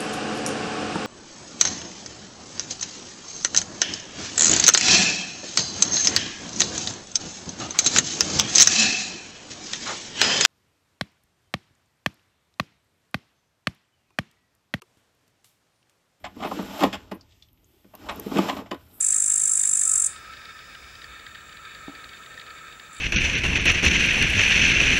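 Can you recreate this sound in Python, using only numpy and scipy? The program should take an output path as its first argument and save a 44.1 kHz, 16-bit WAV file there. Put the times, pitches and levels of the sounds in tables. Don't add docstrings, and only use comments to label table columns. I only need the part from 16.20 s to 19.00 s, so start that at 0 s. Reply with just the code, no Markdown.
import sys
import numpy as np
from scipy import signal
from scipy.fft import rfft, irfft, next_fast_len
from scipy.io import wavfile

SR = 44100
rng = np.random.default_rng(int(sys.argv[2]) if len(sys.argv) > 2 else 0)


def log_audio(samples):
    frames = np.atleast_2d(samples).T
    limited = np.clip(frames, -1, 1)
    pcm = np.round(limited * 32767).astype(np.int16)
    wavfile.write(sys.argv[1], SR, pcm)


N = 123480

# (frequency [Hz], relative density [dB])
AIR_COLOUR = [(88, -53), (150, -9.5), (320, -13.5), (394, -21), (765, -31.5), (1280, -25), (1600, -34),
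              (2530, -30), (8820, -46), (13900, -21)]
# (time [s], level [dB])
RUMBLE_LEVEL = [(0.0, -71), (0.06, -48.5), (0.12, -64), (0.2, -51), (0.55, -51), (0.6, -71), (0.65, -44),
                (0.8, -55), (1.2, -62), (1.35, -64.5), (1.68, -68), (1.86, -51.5), (2.35, -51.5),
                (2.7, -57), (2.74, -60), (2.8, -61)]
# (frequency [Hz], relative density [dB])
RUMBLE_COLOUR = [(24, -35), (40, -7), (92, -1), (111, -3.5), (150, -17), (200, -42), (330, -120)]
# (time [s], level [dB])
RUSTLE_LEVEL = [(0.98, -83), (1.106, -67.5), (1.15, -68), (1.258, -70.5), (1.32, -81), (1.518, -72.5),
                (1.76, -71.5)]
# (frequency [Hz], relative density [dB])
RUSTLE_COLOUR = [(1060, -58), (1800, -15.5), (3400, -11), (4150, -20), (4740, -16), (8000, -20.5),
                 (10400, -44), (17600, -120)]
# (time [s], level [dB])
HISS_LEVEL = [(0.0, -64), (0.16, -67), (0.26, -51.5), (0.4, -52), (0.54, -49), (0.6, -45), (0.7, -62),
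              (0.9, -69.5), (1.28, -97), (1.47, -65), (1.7, -68.5), (1.82, -60), (2.07, -52.5),
              (2.16, -47.5), (2.24, -47.5), (2.39, -54), (2.46, -71.5), (2.62, -65.5), (2.75, -51.5),
              (2.8, -49)]
# (frequency [Hz], relative density [dB])
HISS_COLOUR = [(5000, -46.5), (8500, -6), (8900, -21.5), (9650, -5.5), (10500, -11), (13400, 0.5),
               (14000, 6.5)]
# (time [s], relative level [dB])
SNAPS = [(1.2855, -47.5), (1.33, -43), (1.7394, -41.5), (1.7511, -24), (1.7744, -60), (1.9582, -32),
         (1.997, -14), (2.0877, -36), (2.108, -35)]
# (time [s], relative level [dB], pitch [Hz])
TICKS = [(1.0103, -46, 4740), (1.108, -57, 3720), (1.1216, -50.5, 3400), (1.2233, -43, 3600),
         (1.2265, -52, 5360), (1.285, -58, 3200), (1.375, -61, 2480), (1.4437, -56.5, 6750),
         (1.7522, -47.5, 2790), (1.7522, -51, 5400), (1.998, -45, 6000), (2.675, -68, 1980),
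         (2.7118, -54, 3730)]
# (time [s], low modes [dB], middle modes [dB], high and top modes [dB])
SLIDE = [(0.0, -60, -67, -67), (0.14, -54.5, -71, -63), (0.22, -34.5, -35.5, -49), (0.29, -39, -42, -46.5),
         (0.37, -34.5, -50, -45), (0.43, -39, -46.5, -44.5), (0.5, -39.5, -43, -44),
         (0.57, -41.5, -36.5, -40.5), (0.62, -35, -26, -33.5), (0.68, -41.5, -42, -43.5),
         (0.73, -44, -58, -52), (0.85, -57.5, -61, -63), (1.01, -63.5, -68.5, -69.5),
         (1.22, -77, -77.5, -90), (1.47, -67, -75.5, -77), (1.75, -68, -72.5, -72.5),
         (1.82, -43, -53.5, -53.5), (1.88, -49, -39, -50), (1.97, -36.5, -45.5, -47),
         (2.03, -49.5, -52, -52), (2.15, -27.5, -36.5, -41.5), (2.24, -32, -35.5, -38.5),
         (2.32, -32, -42, -41.5), (2.39, -36.5, -42, -50), (2.44, -51, -52, -60), (2.51, -65, -64, -65),
         (2.58, -63.5, -67.5, -63.5), (2.8, -56.5, -60, -63.5)]
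# (time [s], middle modes [dB], low modes [dB], high modes [dB], top modes [dB], scuff hold [s])
KNOCKS = [(0.039, -31.5, -45, -33.5, -78, 0.017), (0.16, -49, -40.5, -62, -59, 0.0084),
          (0.199, -35.5, -42, -41, -58, 0.0058), (0.223, -29.5, -65, -32, -61, 0.012),
          (0.243, -26.5, -29.5, -34, -52, 0.013), (0.266, -38, -38, -38, -55, 0.006),
          (0.31, -24.5, -25, -39, -68, 0.0067), (0.385, -31, -27, -41, -59, 0.013),
          (0.421, -42, -35, -65, -48, 0.0055), (0.605, -28, -15, -22.5, -39, 0.002),
          (0.621, -19.5, -20, -25, -39, 0.0025), (0.6313, -13, -16, -24.5, -33.5, 0.0024),
          (0.6332, -30, -21, -19.5, -33.5, 0.003), (0.644, -35, -25, -40.5, -49, 0.0019),
          (0.66, -34, -23, -67, -39, 0.0023), (0.725, -32.5, -36, -28, -48.5, 0.019),
          (0.911, -31.5, -26.5, -36.5, -49, 0.01), (0.938, -54.5, -40.5, -60.5, -51, 0.015),
          (1.641, -61, -44, -62.5, -70.5, .005), (1.733, -45, -52.5, -55.5, -68, 0.012),
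          (1.807, -55, -59, -55, -69, 0.0055), (1.859, -47, -39, -49, -57, 0.0064),
          (1.885, -29, -41, -29, -64, 0.012), (1.908, -37.5, -55, -48, -50, 0.021),
          (1.98, -48, -37.5, -63, -62, 0.026), (2.057, -50, -24, -67, -51, 0.0059),
          (2.111, -33, -23.5, -57, -55, 0.0047), (2.157, -29, -19.5, -28.5, -61, 0.0075),
          (2.168, -28, -28, -25, -53, 0.0034), (2.182, -16, -12.5, -21.5, -35, 0.0024),
          (2.199, -51, -44, -63, -51, 0.0031), (2.282, -22.5, -46, -25, -65, 0.016),
          (2.325, -35, -36, -43, -56, 0.0047), (2.364, -31, -51, -34, -65, 0.0057),
          (2.379, -41, -30.5, -46, -61, 0.023), (2.457, -45, -48.5, -48, -75, 0.01),
          (2.509, -28, -26.5, -30.5, -53, 0.0066), (2.524, -33.5, -26.5, -54, -54, 0.0024),
          (2.541, -47, -37, -38.5, -52, 0.0035)]
# (delay of the blow [s], blow gain [dB], scuff gain [dB], scuff attack [s], shortest scuff fade [s])
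CONTACT = [(0.00563, 21, -2, 0.0037, 0.009), (0.00371, 25, 2.5, 0.0069, 0.0071),
           (0.0021, 7, 0.5, 0.0045, 0.0057), (.002, 4.5, -2.5, .003, 0.0055)]
# (frequency [Hz], gain when knocked [dB], gain when rubbed [dB], 60 dB decay time [s])
PIPE_MODES = [(192.7, -0.5, 0, 0.096), (273.8, 2, 2, 0.065), (333.7, -0.5, -0.5, 0.057),
              (443, -3.5, -4.5, 0.052), (514, -8, -9, 0.06), (621.4, -0.5, 2.5, 0.033),
              (802, -1.5, 2.5, 0.023), (869.6, -2, 3, 0.035), (1027.6, -2.5, -2, 0.038),
              (1088, -1, -2.5, 0.025), (1234, -4, -0.5, 0.017), (1454, 0, 3, 0.016), (1915, 2.5, 2, 0.0047),
              (2483, 3, 4.5, 0.0039), (3120, 1, 4.5, 0.0044), (3754, -3, 2.5, 0.0048),
              (4340, -6, 0, 0.0025), (5300, -7.5, 1.5, 0.004), (6080, -12.5, -1.5, 0.0013),
              (7560, -13.5, -4, 0.0053), (10300, -8.5, -42.5, .001), (13200, -4.5, -20, 0.0041)]
GROUP_EDGES_HZ = [575, 1380, 9000]

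AIR_DB, AIR_DRIFT_DB = -73, 4.2
HUM_HZ, HUM_DB, HUM_T60_S = 370, -66.5, 0.15
HUM_START_S, HUM_TOP_S, HUM_END_S = 1.38, 1.58, 1.62
HISS_FLUTTER_DB, SLIDE_FLUTTER_DB = 1.5, 1.5
GRIT_PER_S, GRIT_SPREAD_DB = 6000, 1.11
RATTLE_PER_S, RATTLE_SPREAD_DB = 3700, 3.13
GARAGE_T60_S, GARAGE_DB, WALL_CUT_HZ, GARAGE_BASS_CUT_HZ = 0.23, -8.5, 5500, 750
SNAP_HZ, SNAP_T60_S, SNAP_ATTACK_S, SNAP_FADE_S, SNAP_GAIN_DB = 13600, 0.0024, 0.0017, 0.00088, 3
SNAP_BODY_HZ, SNAP_BODY_T60_S, SNAP_BODY_DB = 7980, 0.0005, -28
TICK_T60_S, TICK_ATTACK_S, TICK_FADE_S, TICK_GAIN_DB = 0.0013, 0.00022, 0.005, 2
KNOCK_SPREAD_DB = 1.12
FADE_PER_HOLD = 0.3
BRIGHTER_PER_DB, EVEN_AT_DB, TILT_FROM_HZ = 0.14, -33, 3000
STOPBAND_EDGE_HZ = 14291.5


def from_db(db):
    return 10 ** (np.asarray(db) / 20)


def rms_one(x):
    return x / np.sqrt(np.mean(x ** 2) + 1e-20)


def in_time(rows):
    s, *columns = np.transpose(rows)
    return [np.interp(np.arange(N) / SR, s, column) for column in columns]


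def drift(rate_hz):
    step = 40
    pole = np.exp(-2 * np.pi * rate_hz * step / SR)
    noise = rng.standard_normal(N // step + 2002)
    slow = signal.lfilter([1], [1, -2 * pole, pole ** 2], noise)[2000:]
    return np.interp(np.arange(N) / step, np.arange(len(slow)), rms_one(slow))


def coloured(x, points):
    hz = np.arange(1, N // 2 + 2) * SR / N
    at, db = np.transpose(points)
    at = np.r_[at[0] / 2, at, at[-1] * 2]
    db = np.r_[db[0] - 40, db, db[-1] - 40]
    gain = from_db(np.interp(np.log(hz), np.log(at), db))
    return rms_one(irfft(rfft(x) * gain, N))


def ring(x, hz, t60):
    pole = from_db(-60 / (t60 * SR))
    angle = 2 * np.pi * hz / SR
    feed = np.sqrt((1 - pole ** 2) / 2) * np.array([1, 0, -1])
    return signal.lfilter(feed, [1, -2 * pole * np.cos(angle), pole ** 2], x + 1e-18)


def grit(per_s=GRIT_PER_S, spread_db=GRIT_SPREAD_DB):
    sizes = from_db(spread_db * np.minimum(rng.exponential(1, N), 4))
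    signs = rng.choice([-1, 1], N)
    return rms_one(sizes * signs * (rng.random(N) < per_s / SR))


def bursts(s, db, hold_s, attack_s, fade_s):
    out = np.zeros(N + SR)
    t = np.arange(SR // 8) / SR
    for start, level_db, hold, fade in np.broadcast(s, db, hold_s, fade_s):
        attack = np.minimum(t / attack_s, 1)
        decay = np.exp(-np.maximum(t - hold, 0) / fade)
        i = int(start * SR)
        out[i:i + len(t)] += from_db(level_db) * attack * decay
    return out[:N]


def still_air():
    return from_db(AIR_DB + AIR_DRIFT_DB * drift(1.7)) * coloured(rng.standard_normal(N), AIR_COLOUR)


def low_rumble():
    return from_db(in_time(RUMBLE_LEVEL)[0]) * coloured(rng.standard_normal(N), RUMBLE_COLOUR)


def garage(x):
    size = next_fast_len(N + SR)
    hz = np.arange(size // 2 + 1) * SR / size
    echoes = 0
    for k, lag_s in enumerate(np.geomspace(.0043, .0237, num=12)):
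        loss = from_db(-60 * lag_s / GARAGE_T60_S) / (1 + 1j * hz / WALL_CUT_HZ)
        loop = loss * np.exp(-2j * np.pi * hz * lag_s)
        echoes = echoes + (-1) ** k * loop / (1 - loop)
    bass_cut = (1j * hz / (GARAGE_BASS_CUT_HZ + 1j * hz)) ** 2
    return irfft(rfft(x, size) * echoes * bass_cut, size)[:N] / np.sqrt(12)


def hum():
    swell = np.interp(np.arange(N) / SR, [HUM_START_S, HUM_TOP_S, HUM_END_S], [0, 1, 0])
    return from_db(HUM_DB) * swell * ring(rng.standard_normal(N), HUM_HZ, HUM_T60_S)


def hand_rustle():
    t = np.arange(N) / SR
    during = (t > RUSTLE_LEVEL[0][0]) * (t < RUSTLE_LEVEL[-1][0])
    return from_db(in_time(RUSTLE_LEVEL)[0]) * coloured(grit(), RUSTLE_COLOUR) * during


def treble_hiss():
    level_db = in_time(HISS_LEVEL)[0] + HISS_FLUTTER_DB * drift(16)
    return from_db(level_db) * coloured(grit(), HISS_COLOUR)


def snaps():
    s, db = np.transpose(SNAPS)
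    crack = rng.standard_normal(N) * bursts(s, db + SNAP_GAIN_DB, 0, SNAP_ATTACK_S, SNAP_FADE_S)
    body = ring(crack, SNAP_BODY_HZ, SNAP_BODY_T60_S)
    return ring(crack, SNAP_HZ, SNAP_T60_S) + from_db(SNAP_BODY_DB) * body


def ticks():
    out = np.zeros(N)
    for s, db, hz in TICKS:
        envelope = bursts([s], [db + TICK_GAIN_DB], [0], TICK_ATTACK_S, TICK_FADE_S)
        crackle = rng.standard_normal(N) * envelope
        out += ring(ring(crackle, hz, TICK_T60_S), hz, TICK_T60_S) / 4
    return out


def pipe():
    s, mid_db, low_db, high_db, top_db, hold = np.transpose(KNOCKS)
    hit_db = [low_db, mid_db, high_db, top_db]
    rub_low_db, rub_mid_db, rub_high_db = in_time(SLIDE)
    rub_db = [rub_low_db, rub_mid_db, rub_high_db, rub_high_db]
    flutter_db = SLIDE_FLUTTER_DB * drift(10.2)
    rubbing, scuffing = grit(), grit(RATTLE_PER_S, RATTLE_SPREAD_DB)
    groups = np.searchsorted(GROUP_EDGES_HZ, [mode[0] for mode in PIPE_MODES])
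    spread_db = KNOCK_SPREAD_DB * rng.standard_normal((len(s), len(PIPE_MODES)))
    slide, knocks = np.zeros(N), np.zeros(N)
    for k, ((hz, knocked_db, rubbed_db, t60), g) in enumerate(zip(PIPE_MODES, groups)):
        share_db = -10 * np.log10(np.sum(groups == g))
        sign = (-1) ** k
        delay, blow_db, scuff_db, attack, fade = CONTACT[g]
        strength_db = hit_db[g] + spread_db[:, k]
        if g == 2:
            strength_db += BRIGHTER_PER_DB * (high_db - EVEN_AT_DB) * np.log2(hz / TILT_FROM_HZ)
        scuff_shape = bursts(s, strength_db + scuff_db, hold, attack, fade + FADE_PER_HOLD * hold)
        force = scuffing * scuff_shape
        force[((s + delay) * SR).astype(int)] += from_db(strength_db + blow_db)
        knocks += sign * from_db(knocked_db + share_db) * ring(force, hz, t60)
        rub = rubbing * from_db(rub_db[g] + flutter_db)
        slide += sign * from_db(rubbed_db + share_db) * ring(rub, hz, t60)
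    return slide, knocks


def scene():
    background = still_air() + low_rumble() + hum() + hand_rustle()
    slide, knocks = pipe()
    struck = knocks + ticks()
    reverb = from_db(GARAGE_DB) * garage(struck)
    return (background + reverb + treble_hiss() + snaps() + slide + struck)[None]


def record(dry):
    return signal.sosfilt(signal.cheby2(20, 70, STOPBAND_EDGE_HZ, fs=SR, output="sos"), dry)


dry = scene()
out = record(dry)
log_audio(out)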